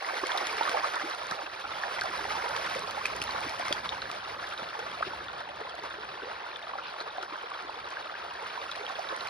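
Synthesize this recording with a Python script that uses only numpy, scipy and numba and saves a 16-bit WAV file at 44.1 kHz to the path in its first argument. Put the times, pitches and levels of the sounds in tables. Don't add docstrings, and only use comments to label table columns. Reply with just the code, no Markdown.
import sys
import numpy as np
from scipy import signal
from scipy.fft import rfft, irfft
from scipy.io import wavfile
from scipy.ndimage import uniform_filter1d
from numba import njit

SR = 44100
rng = np.random.default_rng(int(sys.argv[2]) if len(sys.argv) > 2 else 0)


def transcribe(u):
    v = np.clip(np.atleast_2d(u).T, -1, 1)
    q = np.round(v * 32767).astype(np.int16)
    wavfile.write(sys.argv[1], SR, q)


N = 409688
TIME = np.arange(N) / SR
FREQ = np.fft.rfftfreq(N, 1 / SR)

# time in seconds, relative level in dB.
THRASHING = [(0, -34), (0.3, -31), (0.55, -31.5), (0.8, -30.5), (1.2, -35), (1.55, -36.5), (1.9, -34.5),
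             (2.3, -33), (2.72, -32), (2.9, -34.5), (3.65, -33.5), (3.9, -36), (4.9, -36.5), (5.08, -36),
             (5.3, -38), (8.3, -37.5), (8.65, -36), (9.05, -36), (9.29, -35.5)]
# time in seconds, left minus right in dB.
CROWD_SIDE = [(0, -1), (2.6, -1.5), (3.4, 0.1), (6, 1.5), (8.3, 1.5), (9.2, -2.5)]


def undb(db):
    return 10 ** (np.asarray(db) / 20)


def curve(table, times=TIME):
    return np.interp(times, *np.transpose(table))


def colour(x, spectrum):
    hz, db = np.transpose(spectrum)
    return irfft(rfft(x) * undb(np.interp(np.log(FREQ + 1), np.log(hz), db)), N)


def split(x, hz):
    dull = irfft(rfft(x) / (1 + (FREQ / hz) ** 8), N)
    return dull, x - dull


def brighten(x, hz, db):
    dull, bright = split(x, hz)
    return dull + bright * undb(db)


def unit(x):
    return x / np.sqrt(np.mean(x ** 2))


def wander(rate):
    hold = int(SR / rate)
    steps = np.repeat(rng.standard_normal(N // hold + 1), hold)
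    return unit(uniform_filter1d(steps, hold)[:N])


def add(out, start, sound):
    i = max(int(start * SR), 0)
    out[:, i:i + sound.shape[1]] += sound[:, :N - i]


@njit
def ring(starts, hz, cycles, glide, rise_cycles, left, right):
    out = np.zeros((2, N))
    for k in range(len(starts)):
        life = cycles[k] * SR / hz[k]
        step = 2 * np.pi * hz[k] / SR
        spin = np.exp(1j * step - 1 / life)
        bend = np.exp(1j * step * glide / life)
        opening = np.exp(-hz[k] / SR / rise_cycles)
        tone, closed = 1 + 0j, 1.
        for i in range(starts[k], min(N, starts[k] + int(5 * life))):
            tone *= spin
            spin *= bend
            closed *= opening
            out[0, i] += (1 - closed) ** 2 * (tone * left[k]).imag
            out[1, i] += (1 - closed) ** 2 * (tone * right[k]).imag
    return out


def bank_echo(x, delay_s=0.0049, fade_s=0.015, echo_db=-11):
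    t = np.arange(SR // 16) / SR
    scatter = rng.standard_normal(len(t)) + 0.35 * rng.standard_normal((2, len(t)))
    echo = scatter * (t > delay_s) * np.exp(-t / fade_s)
    echo *= undb(echo_db) / np.sqrt(np.sum(echo ** 2) / 2)
    return x + signal.fftconvolve(x, echo, axes=1)[:, :x.shape[1]]


def breeze(flutter_db=1.7):
    # time in seconds, relative level in dB.
    strength = [(0, -71.5), (1.5, -70), (2.3, -59.5), (3.9, -59.5), (4.7, -67.5), (5.15, -61.5), (6.3, -70),
                (7.7, -72), (9.29, -66.5)]
    # frequency in Hz, gain in dB.
    rumble = [(20, -40), (40, -16), (60, 1.5), (80, -1.5), (130, -2.5), (240, -4.5), (400, -8.5),
              (900, -48), (4000, -90)]
    air = colour(rng.standard_normal(N) + 0.19 * rng.standard_normal((2, N)), rumble)
    return unit(air * undb(flutter_db * wander(rate=14))) * undb(curve(strength) + 5.5)


def far_shoal(spectrum, flicker_db=1.93):
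    noise = rng.standard_normal(N) + 0.12 * rng.standard_normal((2, N))
    return colour(noise, spectrum) * undb(flicker_db * wander(rate=45))


def tail_strokes(per_second=70, fade_s=.009, spread_db=2.8):
    strokes = (rng.random(N) < per_second / SR) * undb(spread_db * np.clip(rng.standard_normal(N), -2, 2))
    stir = signal.lfilter([1], [1, -np.exp(-1 / (fade_s * SR))], strokes) + .01
    return stir / uniform_filter1d(stir, size=SR // 12)


def bubbles(stir, count, range_hz, cycles, rise_cycles, spread_db, glide, width):
    when, smallness, ringing = rng.random((count, 3)).T
    strength, pan, lag = np.clip(rng.standard_normal((count, 3)).T, -2, 2)
    starts = np.searchsorted(np.cumsum(stir) / stir.sum(), when)
    low_hz, high_hz = range_hz
    hz = low_hz * (high_hz / low_hz) ** smallness
    life = cycles * 3 ** (ringing - .5)
    gain = undb(spread_db * strength) * hz / np.sqrt(life)
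    side = np.exp(width * (0.098 * pan + 1j * lag) * np.minimum(hz / 1900, 1) / 2)
    return ring(starts, hz, life, glide, rise_cycles, gain * side, gain / side)


def spray_level(thrash_db, middle_db=-43.5, swing_db=3.5, onset_db=-37.5, knee_db=4):
    return middle_db + swing_db * np.tanh((thrash_db - onset_db) / knee_db)


def churn():
    # frequency in Hz, gain in dB.
    tone = [(120, -25), (250, -16), (350, -9), (550, -2), (850, 0.96), (1400, 2), (1900, -3.5),
            (2500, -8.5), (4000, -15.5), (5500, -20), (7500, -36.5), (11000, -34), (12300, -43),
            (14000, -53), (16000, -74)]
    stir = .6 + tail_strokes()
    gulps = bubbles(stir, 130, (310, 900), cycles=4.5, rise_cycles=1.3,
                    spread_db=2.5, glide=.05, width=.7)
    gurgle = bubbles(stir, 10000, (290, 2300), cycles=3.4, rise_cycles=1,
                     spread_db=4, glide=.02, width=1.5)
    drips = bubbles(stir, 600, (3200, 4800), cycles=6, rise_cycles=3,
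                    spread_db=4, glide=.012, width=1.6)
    spray = bubbles(stir, 19000, (2300, 15000), cycles=3.2, rise_cycles=2.2,
                    spread_db=3.5, glide=.01, width=1.7)
    gulps, gurgle, drips, spray = (unit(colour(x, tone)) for x in (gulps, gurgle, drips, spray))
    far_low, far_high = split(far_shoal(tone), hz=3470)
    low = unit(gurgle + undb(-12) * gulps + undb(-2.5) * unit(far_low))
    high = unit(spray + undb(-6) * drips + undb(-2) * unit(far_high))
    thrash_db = curve(THRASHING)
    spray_db = spray_level(thrash_db)
    effort_db = spray_db - spray_db.mean()
    low = brighten(low, hz=2190, db=3.4 * effort_db - 0.5) * undb(thrash_db - 1.93)
    high = brighten(high, hz=4510, db=3.35 * effort_db - 2) * undb(spray_db - 3)
    return low * undb(curve(CROWD_SIDE) * np.array([[1], [-1]]) / 2) + high


def small_drops(count=120, offset_db=-19, spread_db=3):
    when, strength = rng.random((count, 2)).T
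    starts = when * TIME[-1]
    db = curve(THRASHING, starts) + offset_db + spread_db * (2 * strength - 1)
    return list(zip(starts, db))


def droplets(tick_s=0.00055, width=0.17):
    # start in seconds, relative level in dB.
    drops = [(0.2704, -39), (0.5696, -45), (0.957, -42), (1.0994, -46), (1.1484, -45), (1.2691, -44),
             (1.6005, -52), (2.0368, -42), (2.1613, -45), (2.1761, -45), (2.4903, -42), (2.7513, -40),
             (2.7938, -39), (3.164, -40), (3.2251, -34), (3.239, -35), (3.407, -41), (3.5951, -39.5),
             (3.9524, -57), (4.2877, -52), (4.4905, -47), (4.5035, -51), (5.4052, -51), (5.6963, -47),
             (5.7535, -49), (6.0474, -50), (6.5939, -54), (7.5028, -53), (7.905, -50), (8.3365, -52),
             (8.7595, -48), (9.1638, -42)]
    # frequency in Hz, gain in dB.
    tick_tone = [(500, -35), (4500, 13), (10000, 5.5), (12500, -12), (16000, -23)]
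    out, t = np.zeros((2, N)), np.arange(SR // 200) / SR
    for start, db in drops + small_drops():
        noise = rng.standard_normal(len(t)) + width * rng.standard_normal((2, len(t)))
        tick = noise * np.exp(-t / tick_s)
        power = np.sum(tick ** 2) / 2 / (SR / 1000)
        add(out, start, undb(db) * tick / np.sqrt(power))
    return colour(out, tick_tone)


def thumps(cycles=0.44, sink_s=0.036):
    # time in seconds, starting pitch in Hz, level in dB.
    rolls = [(1.318, 217, -40.5), (3.709, 390, -26), (3.724, 190, -42), (4.624, 261, -38),
             (5.077, 215, -42)]
    out, t = np.zeros((2, N)), np.arange(SR // 16) / SR
    for start, hz, db in rolls:
        fade_s = cycles / hz
        phase = 2 * np.pi * np.cumsum(hz / (1 + t / sink_s)) / SR
        swing = np.sin(phase) * t / fade_s * np.exp(1 - t / fade_s)
        add(out, start - fade_s / 2, undb(db) * np.array([swing, swing]))
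    return out


def smacks(crack_s=.001, patter_s=.008, patter_db=-13, boost_db=8.5):
    # time in seconds, relative level in dB.
    fin_hits = [(0.269, -33.5), (0.3754, -29.5), (0.382, -32), (0.47, -28), (0.6947, -27), (1.312, -29),
                (2.012, -29.5), (2.565, -31), (2.664, -37), (2.91, -33), (3.0575, -27), (3.065, -33),
                (3.2175, -28), (3.495, -33), (3.7273, -25), (3.683, -34), (4.115, -35.5), (4.793, -38),
                (5.836, -44), (6.899, -48), (7.2283, -40), (8.7134, -41), (8.9934, -40), (9.2734, -38)]
    out, t = np.zeros((2, N)), np.arange(SR // 12) / SR
    for start, db in fin_hits:
        crack = rng.standard_normal(len(t)) * (t / crack_s * np.exp(1 - t / crack_s)) ** 2
        spikes = unit(rng.standard_normal((2, len(t))) ** 3)
        patter = spikes * np.tanh(t / crack_s) * np.exp(-t / patter_s)
        add(out, start - crack_s, undb(db + boost_db) * bank_echo(crack + undb(patter_db) * patter))
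    tone = [(100, -14), (400, -1.5), (2000, 1), (5000, .5), (8000, -11), (12000, -19), (16000, -43)]
    return colour(out, tone)


def claps(push_s=0.00164, band_hz=(280, 1500)):
    # time in seconds, level in dB.
    landings = [(0.236, -33), (0.431, -28), (0.612, -25), (3.628, -36), (5.838, -35.5), (5.941, -38),
                (6.035, -34), (7.011, -34.5), (9.128, -37)]
    out, t = np.zeros((2, N)), np.arange(SR // 12) / SR
    band = signal.butter(4, band_hz, "band", fs=SR, output="sos")
    for start, db in landings:
        noise = unit(signal.sosfilt(band, rng.standard_normal(len(t))))
        clap = noise * t / push_s * np.exp(1 - t / push_s)
        add(out, start - push_s, bank_echo(undb(db) * np.array([clap, clap])))
    return out


def near_gulps(rise_octaves=.55, ragged=.45, flutter_hz=90):
    # start and length in seconds, first pitch in Hz, level in dB.
    hollows = [(0.233, 0.0142, 354, -32), (1.022, 0.057, 309, -44), (2.756, 0.026, 502, -36),
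               (3.006, .016, 975, -35), (3.461, 0.025, 309, -45.5), (5.207, 0.021, 330, -46.5),
               (6.218, 0.03, 382, -42.5), (6.252, 0.059, 490, -44), (8.984, 0.026, 622, -37)]
    out = np.zeros((2, N))
    smoothing = signal.butter(3, flutter_hz, fs=SR, output="sos")
    for start, length, hz, db in hollows:
        age = np.linspace(0, 1, int(length * SR))
        flutter = signal.sosfilt(smoothing, rng.standard_normal((2, SR // 4)))
        tremble, wobble = ragged * unit(flutter)[:, -len(age):]
        phase = 2 * np.pi * np.cumsum(hz * 2 ** (rise_octaves * age ** 2)) / SR
        gulp = unit(np.sin(np.pi * age ** 0.79) * (1 + tremble) * np.sin(phase + wobble))
        add(out, start, bank_echo(undb(db) * np.pad([gulp, gulp], ((0, 0), (0, SR // 16)))))
    return out


def sloshes(count=48, spread_octaves=0.269, cycles=4.6, rise_cycles=0.98, glide=0.039, width=1.4):
    # start and length in seconds, middle pitch in Hz, level in dB.
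    strokes = [(0.129, 0.024, 549, -39.5), (0.287, 0.037, 1264, -33.5), (0.343, 0.022, 900, -43),
               (0.405, 0.032, 610, -38), (0.731, 0.081, 727, -34.5), (0.828, 0.028, 1130, -32),
               (0.958, 0.018, 1340, -31), (1.37, 0.069, 772, -41.5), (1.835, 0.067, 850, -38.5),
               (2.036, 0.036, 870, -35), (2.188, 0.054, 488, -45), (2.303, 0.28, 1076, -38.5),
               (2.976, 0.039, 1420, -69), (3.143, 0.024, 457, -45), (3.34, 0.042, 1310, -39.5),
               (3.441, .025, 2330, -51), (3.917, 0.033, 1156, -43), (5.048, .035, 3440, -43.5),
               (5.589, .04, 744, -43.5), (6.359, 0.12, 1400, -50), (6.727, 0.056, 935, -46),
               (6.834, 0.085, 3480, -46.5), (6.996, .022, 1090, -42.5), (7.19, 0.058, 510, -51.5),
               (7.626, 0.036, 345, -51.5), (8.794, 0.073, 580, -45.5), (9.088, 0.075, 1290, -39),
               (9.097, 0.024, 430, -46)]
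    out = np.zeros((2, N))
    for start, length, hz, db in strokes:
        when, smallness = rng.random((count, 2)).T
        softness, lag = np.clip(rng.standard_normal((count, 2)).T, -2, 2)
        age = ((np.arange(count) + when) / count) ** 1.3
        births = (age * length * SR).astype(int)
        pitch = hz * 2 ** (spread_octaves * (4 * smallness - 2 + age - .5))
        gain = undb(-0.5 * softness) * np.sin(np.pi * (0.28 + 0.54 * age))
        side = np.exp(.5j * width * lag * min(hz / 1900, 1))
        cluster = ring(births, pitch, np.full(count, cycles), glide, rise_cycles, gain * side, gain / side)
        cluster = cluster[:, :SR // 2]
        cluster *= undb(db) * np.sqrt(2 * length * SR / np.sum(cluster ** 2))
        add(out, start, bank_echo(cluster))
    return out


def plops(rise_cycles=1.3, glide=.04, fizz_s=.005, scatter_db=2.5):
    # peak time in seconds, pitch in Hz, relative level in dB.
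    pockets = [(0.047, 1940, -26.5), (0.2376, 1090, -24), (0.3188, 3300, -22), (0.3536, 776, -23),
               (0.379, 3630, -22), (0.612, 874, -17), (0.633, 3740, -23.5), (0.6543, 1700, -23.5),
               (0.679, 1180, -21), (0.6933, 4100, -32), (0.7471, 830, -20), (0.7565, 586, -25.5),
               (0.772, 1110, -23), (0.8445, 1186, -17.5), (1.314, 1720, -27.5), (1.322, 1230, -22.5),
               (1.4375, 308, -44), (1.6526, 1330, -26), (1.8366, 1700, -19.5), (1.9922, 2010, -24.5),
               (2.0187, 1500, -20.5), (2.354, 875, -26.5), (2.441, 450, -36.5), (2.662, 1460, -28),
               (2.8218, 1040, -29), (2.978, 840, -25), (2.982, 1611, -32), (3.0558, 2380, -16.5),
               (3.2184, 2850, -21.5), (3.273, 3800, -29), (3.292, 1040, -25), (3.3087, 4120, -25),
               (3.3497, 511, -35.5), (3.362, 1340, -26), (3.5999, 677, -25.5), (3.6813, 1220, -26),
               (3.7094, 570, -28.5), (3.7261, 3250, -16.5), (3.892, 3600, -20.5), (3.928, 2920, -28.5),
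               (4.0194, 3950, -26), (4.0567, 1620, -29), (4.101, 1250, -28), (4.442, 1660, -28),
               (4.578, 3700, -29), (4.595, 520, -37), (4.6192, 870, -34), (4.7918, 465, -35.5),
               (4.7937, 830, -30), (5.0097, 650, -28.5), (5.0276, 1250, -17), (5.0305, 1530, -23),
               (5.071, 374, -35), (5.136, 890, -27.5), (5.209, 1590, -31.5), (5.2838, 3430, -30),
               (5.288, 1340, -30), (5.4914, 790, -34), (5.6131, 427, -35.5), (5.7894, 682, -33.5),
               (5.838, 955, -31), (5.9413, 1590, -33), (5.988, 416, -39), (6.2206, 1470, -30),
               (6.56, 3370, -28), (6.737, 1030, -27.5), (6.7567, 775, -29.5), (6.787, 1320, -26),
               (7.004, 3950, -27), (7.0066, 1290, -32), (7.0103, 4060, -29), (7.1844, 720, -25),
               (7.2333, 1300, -31), (7.3253, 1210, -32), (7.3274, 316, -42.5), (7.358, 1520, -30),
               (7.4426, 455, -38), (7.518, 1100, -27.5), (7.9709, 1540, -26), (8.0973, 1250, -32),
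               (8.142, 1500, -31), (8.154, 1654, -31), (8.4295, 850, -36), (8.4316, 490, -38),
               (8.5773, 970, -27.5), (8.7162, 3700, -26), (8.866, 3100, -26), (8.9941, 780, -28.5),
               (9.089, 3695, -29), (9.128, 530, -34.5), (9.2087, 3920, -28), (9.272, 2350, -28)]
    out, t = np.zeros((2, N)), np.arange(SR // 10) / SR
    for peak_s, hz, db in pockets:
        octaves = np.log2(hz / 1000)
        life_s = (2.89 + 0.2 * octaves) / hz
        pan_db = curve(CROWD_SIDE, peak_s) + scatter_db * rng.standard_normal()
        opening = (1 - np.exp(-t * hz / rise_cycles)) ** 2
        swell = opening * np.exp(-t / life_s)
        crest_s = t[swell.argmax()]
        pitch = hz * (1 + 2 * glide * np.tanh((t - crest_s) / life_s / 2))
        tone = swell / swell.max() * np.sin(2 * np.pi * (np.cumsum(pitch) / SR + rng.random()))
        band = signal.butter(3, [hz * .45, hz * 1.6], "band", fs=SR, output="sos")
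        fizz = unit(signal.sosfilt(band, rng.standard_normal(len(t)))) * opening * np.exp(-t / fizz_s)
        plop = tone + undb(-12.5 - 2.5 * octaves) * fizz
        add(out, peak_s - crest_s, bank_echo(plop * undb(db + np.array([[pan_db], [-pan_db]]) / 2)))
    return out


def scene():
    shoal = undb(-0.81) * churn()
    near_fish = sloshes() + undb(0.2) * plops() + near_gulps() + claps() + smacks()
    return shoal + near_fish + droplets() + thumps() + breeze()


def record(dry, top_hz=15800):
    # frequency in Hz, left's lead in radians, left minus right in dB.
    openings = [(100, 0, 0), (200, -.1, -.2), (400, -.6, -1.8), (650, -1.35, -2.6), (950, -1.55, -4.3),
                (1500, -1.2, -1.8), (2000, -.2, 1), (2800, 1.6, .8), (4100, .3, .3), (5200, 1.4, .6),
                (6400, 2.4, .6), (7500, 3.1, 0), (10000, 6.2, 0), (15600, 12, 0)]
    hz, lead, balance_db = np.transpose(openings)
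    left = undb(np.interp(FREQ, hz, balance_db) / 2) * np.exp(.5j * np.interp(FREQ, hz, lead))
    heard = irfft(rfft(dry) * np.array([left, 1 / left]), N)
    return signal.sosfilt(signal.ellip(8, .2, 70, top_hz, fs=SR, output="sos"), heard)


dry = scene()
out = record(dry)
transcribe(out)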